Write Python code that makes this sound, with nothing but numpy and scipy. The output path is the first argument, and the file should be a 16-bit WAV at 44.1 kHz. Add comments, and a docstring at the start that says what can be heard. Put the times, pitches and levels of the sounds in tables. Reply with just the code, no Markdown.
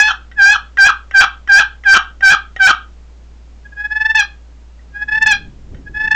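"""Eight slow, squealing yelps from a wooden box turkey call, then three quick choppy runs.
The lid taps the rim, sticks and slips on it about 800 times a second, and skids off in a rasp.
The box favours the octave, the note at twice that rate. The call is played close to a small
microphone that overloads. Behind it are a small room, a low hum and some soft shuffling."""
import sys
import numpy as np
from scipy import signal
from scipy.fft import rfft, irfft, next_fast_len
from scipy.io import wavfile

SR = 44100
rng = np.random.default_rng(int(sys.argv[2]) if len(sys.argv) > 2 else 0)


def generate_wav(signal):
    """Clip the signal to [-1, 1] and save it as 16-bit WAV at the path in sys.argv[1]."""
    frames = np.transpose(np.atleast_2d(signal))
    scaled = np.clip(frames, -1, 1) * 32767
    pcm = np.round(scaled).astype(np.int16)
    wavfile.write(sys.argv[1], SR, pcm)


N = 271215
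TIME = np.arange(N) / SR

# Slow strokes of the lid. Press time and length count from the start; bite is how hard the lid grips.
# (start [s], attack [s], press time [s], press width [s], length [s], slip rate [Hz],
#  pitch lift at the edge [Hz], level [dB], press boost [dB], bite [0-1], rasp level [dB])
YELP_STROKES = [(-.09, .015, 0.0783, 0.0305, .174, 839.8, 21.55, -11.5, 17, 0.6, -13.5),
                (0.399, .022, .054, 0.0528, 0.1324, 793.8, 64.16, -10, 10.5, .33, -15),
                (0.789, 0.0088, 0.0411, 0.0315, 0.08136, 790.6, 44, -5.5, 6.5, 0.5, -9.5),
                (1.153, 0.01138, 0.0447, 0.0214, 0.0602, 783.2, 32.28, -4.5, 4.5, .6, -6),
                (1.5, .012, .055, 0.0353, .09, 794.2, 42, -6, 8.5, .36, -11),
                (1.873, .017, .055, .013, .069, 782.2, 27.82, -4.5, 4, .62, -3.5),
                (2.234, .009, 0.05324, 0.0182, 0.08245, 777.3, 54.16, -4.5, 4.5, .76, -9),
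                (2.609, .012, 0.0548, 0.01, 0.073, 768.8, 41.7, -6, 8.5, 0.8, -6)]
# Light, brief catches of the lid: (time [s], level [dB], half length [s])
CHIRP_CATCHES = [(3.662, -34.5, .01), (3.731, -35, 0.0088), (3.781, -26.5, 0.012), (3.807, -20, .02),
                 (3.855, -15, .014), (3.923, -14.5, 0.014), (3.969, -12, .015), (4.017, -10, 0.014),
                 (4.061, -8, 0.011), (4.107, -9.5, .015), (4.968, -24, 0.019), (5.002, -27.5, 0.018),
                 (5.026, -15.5, .013), (5.092, -14.5, .0085), (5.128, -11.5, 0.014), (5.156, -10, .015),
                 (5.181, -10.5, .009), (5.229, -5.5, 0.01328), (5.877, -29.5, .011), (5.952, -22.5, .007),
                 (5.973, -16.5, 0.014), (6.013, -13.5, 0.018), (6.049, -13.5, 0.018), (6.08, -10.5, .006),
                 (6.116, -6, .0063), (6.128, -9, .01), (6.15, -7, .005)]
# The slip rate climbs through each run of chirps: (start [s], end [s], first rate [Hz], last rate [Hz])
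CHIRP_RUNS = [(3.8, 4.147, 832.5, 884.6), (4.93, 5.237, 820.5, 876), (5.86, 6.029, 830.6, 867)]
# Short hard strokes, called cutts, that end the first two runs:
# (start [s], length [s], slip rate [Hz], level [dB], rasp level [dB])
CUTT_STROKES = [(4.152, .055, 873.9, -12, -26), (5.264, .063, 866.9, -11, -30)]
# The pure tones in the squeal: (multiple of the slip rate, level at no bite [dB], at full bite [dB])
SQUEAL_PARTIALS = [(1, -21.5, -8.5), (2, 5, 4.5), (3, -21.5, -1), (4, -33.5, -7.5), (5, -44.5, -10.5),
                   (6, -38.5, -17), (7, -59, -15.5), (8, -58, -37), (9, -62, -51)]
# Friction hiss under the squeal: (frequency [Hz], relative level [dB])
GRIT_SPECTRUM = [(1450, -32), (1900, -0.5), (3000, -8), (7000, -11)]
# How strongly the box sends out each part of the squeal: (frequency [Hz], gain [dB])
BOX_RESPONSE = [(770, 0.5), (860, 3), (1650, -1), (2330, 1.5), (2600, 3.5), (3100, 5), (3400, 7),
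                (3900, 4.5), (7000, 6)]
# The lid is set down on the box: (time [s], peak level [dB])
LID_TAPS = [(0.315, -30), (.772, -10.5), (1.111, -20.5), (1.475, -18), (1.837, -23.5), (2.208, -20.5),
            (2.563, -17), (4.792, -43), (5.746, -36), (5.768, -45)]
# The notes at which box and lid ring: (frequency [Hz], relative level [dB], time to fade 60 dB [s])
WOOD_MODES = [(788.5, -9, 0.056), (1087, -2.5, 0.015), (1317, -8, .06), (1304, -0.5, 0.023),
              (1570.4, 1.5, 0.08), (1893, -8.5, .015), (2644, -6, .025), (3107, -2.5, 0.047),
              (3382, -13.5, 0.083), (3802, -10, 0.023), (4930, -24.5, 0.0079), (5634, -9.5, 0.014),
              (6600, -13, 0.0088)]
# How long the room rings: (frequency [Hz], time to fade 60 dB [s])
ROOM_DECAY = [(1000, 0.2423), (2500, 0.2208), (3400, 0.2495), (7000, 0.1259)]
# Steady rumble and hiss: (frequency [Hz], relative level [dB])
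HISS_SPECTRUM = [(5, -19.5), (18, 12.5), (27, -13.5), (90, -14.5), (170, -11), (350, -17), (1500, -27),
                 (4000, -33), (7500, -35.5), (9000, -36.5)]
# The dull tone of the shuffling: (frequency [Hz], relative level [dB])
SHUFFLE_SPECTRUM = [(25, 2), (90, -2.5), (250, -8.5), (450, -19.5), (2000, -57.5)]
# The shuffling grows near the end: (time [s], level [dB])
SHUFFLE_SWELL = [(4.8, -59), (5.1, -42), (5.4, -36), (5.68, -42), (5.75, -30.5), (5.82, -37), (6.15, -38)]

ONSET_DB = -14  # how much quieter a stroke is one attack time before its start
RELEASE_S, RELEASE_DB_PER_S = .045, 449.5  # the fade once the lid is past the edge
SKID_LEAD_S = .006  # a yelp starts to skid this long before the edge


def squeal(hz, bite, tear, grit_db=-38, bite_grit_db=12, jitter=.0045, wander=.003):
    """The lid sticks and slips. Bite makes the tone brighter and grittier; tear makes it uneven."""
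    n = len(hz)
    unsteady = 1 + (jitter + tear) * wobble(n, 500) + wander * wobble(n, 45)
    cycles = np.cumsum(hz * unsteady) / SR
    grain_db = 1.2 * wobble(n, 300)  # some slips are sharper than others
    tone, power = np.zeros(n), np.zeros(n)
    for multiple, light_db, hard_db in SQUEAL_PARTIALS:
        # the box holds the two lowest tones steady; higher ones flutter with the grain of the wood
        flutter_db = (multiple > 2) * (grain_db + 1.4 * wobble(n, 45))
        size = gain_of(light_db + (hard_db - light_db) * bite)
        tone += size * gain_of(flutter_db) * np.sin(2 * np.pi * multiple * cycles)
        power += size ** 2 / 2
    grit = gain_of(grit_db + bite_grit_db * bite) * noise(n, GRIT_SPECTRUM)
    return tone / np.sqrt(power) + grit


def yelp(start, attack, press_at, press_width, length, hz, lift_hz, db, press_db, bite, rasp_db,
         entry_hz=12, settle_s=.011, drop_hz_per_s=1100, entry_bite=.024, edge_bite=.8172):
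    """A slow stroke: the lid grips, the hand presses, then the pitch lifts and the tone tears."""
    t = np.arange(max(-2 * attack, -start), length + RELEASE_S, 1 / SR)
    entering = np.maximum(-t / attack, 0)
    press = np.exp(-((t - press_at) / press_width) ** 2)
    to_edge = np.clip((t - press_at) / (length - press_at), 0, 1)
    past_edge_s = np.maximum(t - length, 0)
    settling = entry_hz * np.exp(-np.maximum(t / settle_s, -1.6))  # the note starts a little high
    sag = .17 * press / press_width  # a sudden press pulls the pitch down furthest
    pitch = hz + settling - sag + lift_hz * to_edge ** 1.3 - drop_hz_per_s * past_edge_s
    level = db + ONSET_DB * entering ** 1.7 + press_db * press - RELEASE_DB_PER_S * past_edge_s
    grip = np.interp(t, [-attack / 2, .026], [entry_bite, bite])
    grip += (edge_bite - bite) * to_edge ** .72  # hardest at the edge
    near_skid = np.clip(1 + (t - length + SKID_LEAD_S) / .012, 0, 1)
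    tone = squeal(pitch, np.clip(grip, 0, 1), tear=.055 * gain_of(rasp_db) * near_skid)
    return start + t[0], gain_of(level) * tone * signal.windows.tukey(len(t), .02)


def cutt(start, length, hz, db, rasp_db, attack_s=.005, surge_db=7, surge_s=.008, lowest_hz=812,
         fade_db_per_s=420):
    """A short hard stroke: one arch of pitch, surging as the lid catches and before it lets go."""
    t = np.arange(-2 * attack_s, length + RELEASE_S, 1 / SR)
    progress = t / length
    surges = sum(np.exp(-((t - share * length) / surge_s) ** 2) for share in (.12, .88))
    onset_db = ONSET_DB * np.minimum(t / attack_s, 0) ** 2
    level = db + surge_db * surges + onset_db - fade_db_per_s * np.maximum(t - length, 0)
    pitch = np.maximum(hz - 120 * (progress - .33) ** 2, lowest_hz)
    bite = np.interp(progress, [0, 1], [.63, .934])
    tone = squeal(pitch, bite, tear=.00672, grit_db=-42)
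    return start + t[0], gain_of(level) * tone * signal.windows.tukey(len(t), .02)


def full_strokes():
    """The lid is drawn across the rim for each yelp and cutt."""
    out = np.zeros(N)
    for row in YELP_STROKES:
        add(out, *yelp(*row))
    for row in CUTT_STROKES:
        add(out, *cutt(*row))
    return out


def chirps(rub_db=-19, rub_spread=1.9, shake_db=.3):
    """Quick runs: each catch of the lid swells out of a faint rub, bends upward and lets go."""
    power, bend_hz = np.zeros(N), np.zeros(N)
    for time, db, half_length in CHIRP_CATCHES:
        offset = np.clip((TIME - time) / half_length, -20, 20)
        swell = np.exp(-2 * abs(offset) ** 2.1)
        rub = gain_of(rub_db) ** 2 * np.exp(-2 * (offset / rub_spread) ** 2)
        power += gain_of(db) ** 2 * (swell + rub)
        bend_hz += 6 * offset * np.exp(-offset ** 2 / 2)
    size = np.sqrt(power) * gain_of(shake_db * wobble(N, 90))
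    times, rates = np.hsplit(np.array(CHIRP_RUNS), 2)
    climb = np.interp(TIME, times.ravel(), rates.ravel())
    # louder catches sit higher and bite harder
    pitch = climb * (1 + .018 * size) + bend_hz
    bite = np.clip(.034 + .943 * size, 0, 1)
    return size * squeal(pitch, bite, tear=.002, grit_db=-43)


def skids(yelp_skid_s=.04, cutt_skid_s=.01948):
    """Every full stroke ends in a skid: (start [s], length [s], level [dB])."""
    slow = [(start + length - SKID_LEAD_S, yelp_skid_s, db)
            for start, _, _, _, length, *_, db in YELP_STROKES]
    quick = [(start + length, cutt_skid_s, db) for start, length, *_, db in CUTT_STROKES]
    return slow + quick


def rasps(slips_per_s=300, scrape=.039, start_db=-6, release_s=.0021, from_hz=1630, to_hz=1250):
    """The lid chatters off the rim: uneven slips strike the wood while a broken croak falls in pitch."""
    out, t = np.zeros(N), TIME[:SR // 8]
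    n = len(t)
    for start, length, db in skids():
        progress = np.minimum(t / length, 1)
        slip_rate = slips_per_s * np.exp(.5 * wobble(n, 200))
        slip_count = np.floor(np.cumsum(slip_rate) / SR)
        blows = np.diff(slip_count, prepend=0) * rng.random(n) + scrape * rng.standard_normal(n)
        ring = unit_rms(signal.oaconvolve(blows, wood_ring())[:n])
        pitch = (from_hz + (to_hz - from_hz) * progress) * (1 + .035 * wobble(n, 400))
        tone = np.sin(2 * np.pi * np.cumsum(pitch) / SR)
        croak = unit_rms(tone * np.exp(.5 * wobble(n, 160)))
        swell = gain_of(start_db * (1 - progress))
        release = np.exp(-np.maximum(t - length, 0) / release_s)
        add(out, start, gain_of(db) * swell * release * unit_rms(ring + 1.16 * croak))
    return out


def taps(scuff=.24, scuff_s=.004, lid_hz=1900, lid_fade_s=.028):
    """The lid lands on the rim: a brief scuff, the knock of the box and the lid's own short note."""
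    out, t = np.zeros(N), TIME[:SR // 12]
    box = wood_ring()
    lid = gain_of(-60 * t / lid_fade_s) * np.sin(2 * np.pi * lid_hz * t)
    ring = box / abs(box).max() + 1.6 * lid
    for time, db in LID_TAPS:
        blow = (t == 0) + scuff * rng.standard_normal(len(t)) * np.exp(-t / scuff_s)
        tap = signal.oaconvolve(blow, ring)
        add(out, time, gain_of(db) * tap / abs(tap).max())
    return out


def wood_ring():
    """After one blow the wood rings at several notes, each fading at its own speed."""
    t = TIME[:SR // 12]
    ring = sum((-1) ** k * gain_of(db - 60 * t / fade_s) * np.sin(2 * np.pi * hz * t)
               for k, (hz, db, fade_s) in enumerate(WOOD_MODES))
    return ring / np.linalg.norm(ring)


def room(sound, build_s=.016):
    """A small room sends back scattered echoes; the highest pitches die first."""
    echoes = rng.choice([-1., 1.], SR // 2) * (rng.random(SR // 2) < 1 / 16)
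    hz, t, bands = signal.stft(echoes, SR, nperseg=256)
    fade = gain_of(-60 * t / look_up(ROOM_DECAY, hz)[:, None])
    build = np.minimum(t / build_s, 1)
    _, tail = signal.istft(bands * fade * build, SR, nperseg=256)
    return signal.oaconvolve(sound, tail / np.linalg.norm(tail))[:N]


def background(hum_hz=58.17, hum_db=-38, hiss_db=-45.5):
    """A low hum, rumble and hiss, with soft shuffling near the end."""
    hum = gain_of(hum_db) * np.sqrt(2) * np.sin(2 * np.pi * (hum_hz * TIME + rng.random()))
    hiss = gain_of(hiss_db) * noise(N, HISS_SPECTRUM)
    shuffle_db = np.interp(TIME, *np.transpose(SHUFFLE_SWELL)) + 1.4 * wobble(N, 45)
    return hum + hiss + gain_of(shuffle_db) * noise(N, SHUFFLE_SPECTRUM)


def gain_of(db):
    """Turns decibels into a factor to multiply by."""
    return 10 ** (np.asarray(db) / 20)


def unit_rms(x):
    """Scales a signal so its typical size (rms) is 1."""
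    return x / np.sqrt(np.mean(x ** 2) + 1e-20)


def look_up(table, hz):
    """Reads between a table's rows on a log-frequency scale."""
    row_hz, values = np.transpose(table)
    return np.interp(np.log(hz + 1), np.log(row_hz + 1), values)


def add(mix, start_s, sound):
    """Mixes a sound in at its start time."""
    part = mix[max(0, round(start_s * SR)):][:len(sound)]
    part += sound[:len(part)]


def coloured(x, spectrum):
    """Turns each frequency up or down as a table says."""
    n = next_fast_len(len(x) + SR // 20)
    gains = gain_of(look_up(spectrum, np.fft.rfftfreq(n, 1 / SR)))
    return irfft(rfft(x, n) * gains, n)[:len(x)]


def noise(n, spectrum):
    """Noise of typical size 1, shaped by a table."""
    return unit_rms(coloured(rng.standard_normal(n), spectrum))


def wobble(n, hz):
    """A random drift of typical size 1, swinging up to about hz times a second."""
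    position = np.arange(n) * 2 * hz / SR
    return unit_rms(np.interp(position, np.arange(n), rng.standard_normal(n)))


def low_pass(x, hz, size):
    """Removes treble above hz; a larger size cuts more sharply."""
    return signal.oaconvolve(x, signal.firwin(size, hz, window="blackman", fs=SR), "same")


def scene(stroke_room_db=-15, chirp_room_db=-19, wood_room_db=-11):
    """The call close by, its echoes, and the background."""
    strokes = coloured(full_strokes(), BOX_RESPONSE)
    runs = coloured(chirps(), BOX_RESPONSE)
    wood = rasps() + taps()
    echoes = room(gain_of(stroke_room_db) * strokes + gain_of(chirp_room_db) * runs
                  + gain_of(wood_room_db) * wood)
    return (strokes + runs + wood + echoes + background())[None]


def record(dry, input_limit=.7354, output_limit=.7563, voice_band_hz=7932, top_hz=15900):
    """The microphone overloads: loud peaks are flattened and the high treble is cut."""
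    fine = signal.resample_poly(dry[0], up=3, down=1)  # finer time steps keep false tones down
    clipped = signal.resample_poly(np.clip(fine, -input_limit, input_limit), up=1, down=3)
    narrow = low_pass(clipped, voice_band_hz, size=81)
    # the filtered peaks overshoot, clip again and spit a little treble
    clipped_again = np.clip(narrow, -output_limit, output_limit)
    return low_pass(clipped_again, top_hz, size=511)[None]


dry = scene()
out = record(dry)
generate_wav(out)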